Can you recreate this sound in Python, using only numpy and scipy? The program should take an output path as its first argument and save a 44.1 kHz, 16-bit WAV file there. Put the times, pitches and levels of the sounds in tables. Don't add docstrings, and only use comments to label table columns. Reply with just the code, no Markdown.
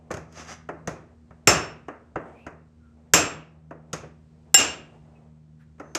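import sys
import numpy as np
from scipy import signal
from scipy.fft import rfft, irfft, next_fast_len
from scipy.io import wavfile
from scipy.ndimage import map_coordinates

SR = 44100
rng = np.random.default_rng(int(sys.argv[2]) if len(sys.argv) > 2 else 0)


def dump_mix(stems):
    frames = np.atleast_2d(stems).T
    limited = np.clip(frames, -1, 1)
    pcm = np.round(limited * 32767).astype(np.int16)
    wavfile.write(sys.argv[1], SR, pcm)


N = 263718

# centre in Hz, width in Hz, gain in dB.
STAVE_MODES = [(294, 100, 2), (470, 200, 3), (670, 210, 3), (916, 210, 0.5), (1266, 390, 1.5),
               (1900, 460, -0.5), (2760, 440, -7.5)]
# centre in Hz, width in Hz, gain in dB.
HOOP_MODES = [(4900, 41, -6), (5180, 23, -3), (5950, 40, -2), (6520, 65, 1), (7440, 78, -11)]


def hammer():
    # start in seconds, energy of crack, staves and bench in dB, the driver's six ring
    # levels in dB, contact hardness in Hz, time the room takes to answer in seconds.
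    blows = [(1.473, 13.8, 15.45, 6, -47, -29.5, -17.5, -19.5, -26.5, -35.5, 4900, 0.002),
             (3.1362, 15, 14, 4, -40.5, -34.5, -24, -16, -20.5, -33.5, 6040, 0.002),
             (4.5426, 11, 4.9, -7, -19, -16.5, -17.5, -7, -25, -24, 6000, .04)]
    out, t = np.zeros(N), np.arange(SR // 2) / SR
    for start, crack_db, staves_db, bench_db, *ring_db, contact_hz, build_s in blows:
        add(out, start, knock(t, crack_db, staves_db, bench_db, crack_t60=0.02, chatter_t60=0.018,
                              contact_hz=contact_hz, rise_s=0.001, wet_db=-1.2, build_s=build_s))
        add(out, start, workshop(driver_ring(t, ring_db), wet_db=-11, build_s=0.01))
    return out


def knock(t, crack_db, staves_db, bench_db, crack_t60, chatter_t60, contact_hz, rise_s, wet_db, build_s):
    # frequency in Hz, level in dB.
    crack_spectrum = [(1200, -32), (2500, 0.5), (4200, -7.5), (6500, 3), (7600, -5), (8600, -11),
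                      (10500, -17.5), (12500, -19), (14000, -24.5), (15300, -43)]
    # centre in Hz, width in Hz, gain in dB.
    bench_modes = [(88.4, 98, -6), (159, 21, 7.5), (254, 160, -4)]

    def wood(hz):
        return resonances(STAVE_MODES)(hz) / (1 + 1j * hz / contact_hz) ** 2

    onset = 1 - np.exp(-t / rise_s)
    crack = coloured(crack_spectrum, len(t)) * amp(-60 * t / crack_t60) * onset
    chatter = filtered(rng.standard_normal(len(t)) * amp(-60 * t / chatter_t60) * onset, wood)
    push = t * np.exp(-t / 0.0017)
    thud = at_energy(filtered(push, resonances(bench_modes)), bench_db)
    direct = at_energy(crack, crack_db) + at_energy(chatter, staves_db) + thud
    pulse = signal.unit_impulse(len(t), 128)
    steel = filtered(pulse, spectrum(crack_spectrum))
    to_walls = at_energy(steel, crack_db) + at_energy(filtered(pulse, wood), staves_db) + thud
    return workshop(direct, wet_db, build_s, feed=to_walls)


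def driver_ring(t, ring_db):
    # frequency in Hz, level in dB, time to fall 60 dB in seconds.
    mode_groups = [
        [(786, -3, .08), (1642, 0, .1), (1933, -3, .09), (2078, -3, .12), (3480, -8, .08), (3860, -5, .08)],
        [(2644, -7, .1), (2810, 2.5, .32), (2922, -9, .1)],
        [(5402, 0, .24)],
        [(7295, -3, .22), (7382, -3, .18), (7474, 0, .26), (7540, -4, .1), (7625, -6, .08)],
        [(12340, 0, .08)],
        [(13650, 0, .14)],
    ]
    out = np.zeros(len(t))
    for group, group_db in zip(mode_groups, ring_db):
        for hz, db, t60 in group:
            drift = .02 * np.cumsum(rng.standard_normal(len(t)))
            level = amp(group_db + db + rng.normal(0, 1.5) - 60 * t / t60)
            out += level * np.sin(2 * np.pi * hz * t + drift)
    onset = 1 - np.exp(-t / .0015)
    flash = 1 + 2.5 * np.exp(-t / .006)
    return out * onset * flash


def taps():
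    # start in seconds, energy of tick, staves and bench in dB, contact hardness in Hz.
    contacts = [(0.1045, -34, -1.5, -11, 1167), (0.1121, -15.5, -6, -30, 1540),
                (0.1398, -19, -12, -6.5, 1507), (0.1689, -23, -12.5, -16, 1570),
                (0.3245, -34, -35, -44, 1600), (0.6883, -33, -2, -22, 1040), (0.8738, -11, 0, -3, 1370),
                (1.3064, -52.5, -22.5, -20, 1220), (1.8824, -34.5, -4.5, -41, 1525),
                (2.157, -34.5, 1.5, -6.5, 1141), (2.465, -31, -7.5, -15, 1616),
                (3.7076, -44.5, -10, -23, 863), (3.9303, -6.5, -3, -6.5, 2010),
                (4.0317, -61, -13, -16.5, 591), (5.781, -53, -30.5, -44, 1500),
                (5.7975, -33.5, -8, -23, 1110), (5.9497, 0.8, 0, -16.5, 1940)]
    out, t = np.zeros(N), np.arange(SR // 4) / SR
    for start, tick_db, staves_db, bench_db, contact_hz in contacts:
        add(out, start, knock(t, tick_db, staves_db, bench_db, crack_t60=0.039, chatter_t60=0.078,
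                              contact_hz=contact_hz, rise_s=0.00052, wet_db=-7, build_s=.002))
        clink = filtered(rng.standard_normal(len(t)) * amp(-60 * t / 0.023), resonances(HOOP_MODES))
        add(out, start, at_energy(clink, tick_db - 4.5))
    return out


def slide():
    # time full speed is reached and time held in seconds, hiss and staves levels in dB.
    strokes = [(0.38, 0.037, -43, -61), (0.496, 0.033, -40.5, -60)]
    # frequency in Hz, spectral density in dB.
    hiss_spectrum = [(1180, 4.5), (2000, 3), (3420, -7), (4060, -10), (6410, 0), (7010, -10.5),
                     (13100, -33.5), (14000, -39)]
    rise_db_per_s, fall_db_per_s = 347, 466
    out, t = np.zeros(N), np.arange(N) / SR
    grit = amp(1.6 * wobble(730)) * rng.standard_normal(N)
    hiss = unit(filtered(grit, spectrum(hiss_spectrum)))
    hiss += amp(-10) * unit(filtered(grit, resonances(HOOP_MODES)))
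    wood = unit(filtered(grit, resonances(STAVE_MODES)))
    for at, held, hiss_db, staves_db in strokes:
        before, after = np.maximum(at - t, 0), np.maximum(t - at - held, 0)
        speed = amp(-rise_db_per_s * before - fall_db_per_s * after)
        out += speed * (amp(hiss_db) * hiss + amp(staves_db) * wood)
    return workshop(out, wet_db=-10.5, build_s=0.0035)[:N]


def squeaks():
    # start and length in seconds, first and last pitch in Hz, level in dB,
    # phase jitter in radians per sample.
    glides = [(2.33, 0.15, 2290, 2827, -58, 0.11), (2.794, 0.14, 1470, 1288, -66.5, 0.068),
              (5.148, 0.038, 2600, 2535, -64, 0.08), (5.589, 0.0525, 1592, 1716, -62, 0.24),
              (5.79, 0.24, 6080, 6350, -70.5, 0.11)]
    out, t = np.zeros(N), np.arange(SR // 4) / SR
    for start, length, first_hz, last_hz, db, jitter in glides:
        progress = np.minimum(t / length, 1)
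        hz = first_hz + (last_hz - first_hz) * progress
        phase = np.cumsum(2 * np.pi * hz / SR + jitter * rng.standard_normal(len(t)))
        glide = amp(db) * np.sin(np.pi * progress) * np.sin(phase)
        add(out, start, workshop(glide, wet_db=-9, build_s=.005))
    return out


def motor():
    # time in seconds, level in dB.
    second_levels = [(0, -54), (.9, -49), (1.15, -60), (2.2, -72.5), (2.55, -50.5), (2.85, -63), (3.3, -50),
                     (3.9, -48), (4.4, -54), (5.15, -48.5), (5.98, -53)]
    hum_hz, sag_hz_per_s = 79.64, .4
    out, t = np.zeros(N), np.arange(N) / SR
    hz = (hum_hz - sag_hz_per_s * t) * (1 + .005 * wobble(2.2))
    phase = 2 * np.pi * np.cumsum(hz) / SR
    first_db, third_db = (-56 + 1.5 * wobble(5.1) for _ in range(2))
    second_db = np.interp(t, *np.transpose(second_levels))
    for order, db in enumerate([first_db, second_db, third_db], 1):
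        flutter = unit(amp(1.2 * wobble(9)))
        out += amp(db) * flutter * np.sin(order * phase + 0.36 * wobble(9.9))
    return out


def shuffling():
    # middle and half length in seconds, level in dB.
    movements = [(.08, 0.27, -62), (1.1, .06, -64), (1.403, .15, -66.5), (2.3, 0.13, -53),
                 (2.483, .06, -61), (3.05, 0.14, -65.5), (3.6, .12, -66.5), (3.958, 0.092, -58.5),
                 (4.476, .15, -67), (4.93, 0.068, -62), (5.162, 0.16, -58.5), (5.503, .2, -83)]
    # frequency in Hz, spectral density in dB.
    cloth_spectrum = [(200, -17.5), (350, 3.5), (700, 3.5), (1300, -12), (2500, -20.5), (4500, -36.5),
                      (8000, -31.5), (12000, -54)]
    t = np.arange(N) / SR
    swells = sum(amp(db) * np.exp(-((t - middle) / half) ** 2) for middle, half, db in movements)
    patches = amp(2 * wobble(25))
    return swells * patches * coloured(cloth_spectrum, N)


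def room_tone():
    # frequency in Hz, spectral density in dB.
    air_spectrum = [(20, -9), (45, -6), (60, -3.5), (72, 1), (90, -10.5), (120, -3.5), (230, -15),
                    (350, -15.5), (630, -26), (1200, -32.5), (3500, -41.5), (8400, -44.5), (10000, -59.5),
                    (14000, -65.5)]
    return amp(-58.5 + 1.5 * wobble(2.8)) * coloured(air_spectrum, N)


def workshop(sound, wet_db, build_s, feed=None):
    # frequency in Hz, time to fall 60 dB in seconds.
    decay_times = [(60, 0.45), (160, 0.62), (420, .5), (1100, .48), (2910, 0.42), (7680, 0.27),
                   (11000, 0.25), (14000, 0.1)]
    hz, t, bands = signal.stft(rng.standard_normal(int(.7 * SR)), SR, nperseg=256)
    decay = amp(-60 * t / along(decay_times, hz)[:, None])
    tail = signal.istft(bands * decay, SR, nperseg=256)[1]
    tail *= 1 - np.exp(-(np.arange(len(tail)) / SR / build_s) ** 4)
    wet = signal.fftconvolve(sound if feed is None else feed, at_energy(tail, wet_db))
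    return np.pad(sound, (0, len(tail) - 1)) + wet


def amp(db):
    return 10 ** (np.asarray(db) / 20)


def unit(x):
    return x / np.sqrt(np.mean(x ** 2) + 1e-20)


def at_energy(x, db):
    return amp(db) * x / np.linalg.norm(x)


def along(points, hz):
    knots_hz, values = np.transpose(points)
    return np.interp(np.log(hz + 1), np.log(knots_hz + 1), values)


def spectrum(points):
    return lambda hz: amp(along(points, hz))


def resonances(modes):
    return lambda hz: sum((-1) ** k * amp(db) * 1j * hz * width / (centre**2 - hz**2 + 1j * hz * width)
                          for k, (centre, width, db) in enumerate(modes))


def filtered(x, response):
    size = next_fast_len(len(x) + 8192)
    return irfft(rfft(x, size) * response(np.fft.rfftfreq(size, 1 / SR)), size)[:len(x)]


def coloured(points, size):
    return unit(filtered(rng.standard_normal(size), spectrum(points)))


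def wobble(rate):
    return map_coordinates(rng.standard_normal(N // 64), [np.arange(N) * rate / SR])


def add(track, start_s, sound):
    part = track[round(start_s * SR):][:len(sound)]
    part += sound[:len(part)]


def scene():
    return (hammer() + taps() + slide() + squeaks() + motor() + shuffling() + room_tone())[None]


def record(dry):
    # frequency in Hz, gain in dB.
    microphone = [(20, -16), (45, -13), (66, -1), (100, 0), (13900, 0), (14500, -16), (15300, -34)]
    follow_s, ceiling, top_hz = 0.075, .68, 15300
    pole = np.exp(-1 / (follow_s * SR))
    loudness = np.sqrt(np.abs(signal.lfilter([1 - pole], [1, -pole], dry[0] ** 2)))
    ducked = dry[0] / (1 + loudness / amp(-7.5)) ** 0.33
    clipped = ducked / (1 + np.abs(ducked / ceiling) ** 5) ** (1 / 5)
    return filtered(clipped, lambda hz: spectrum(microphone)(hz) * (hz < top_hz))[None]


dry = scene()
out = record(dry)
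dump_mix(out)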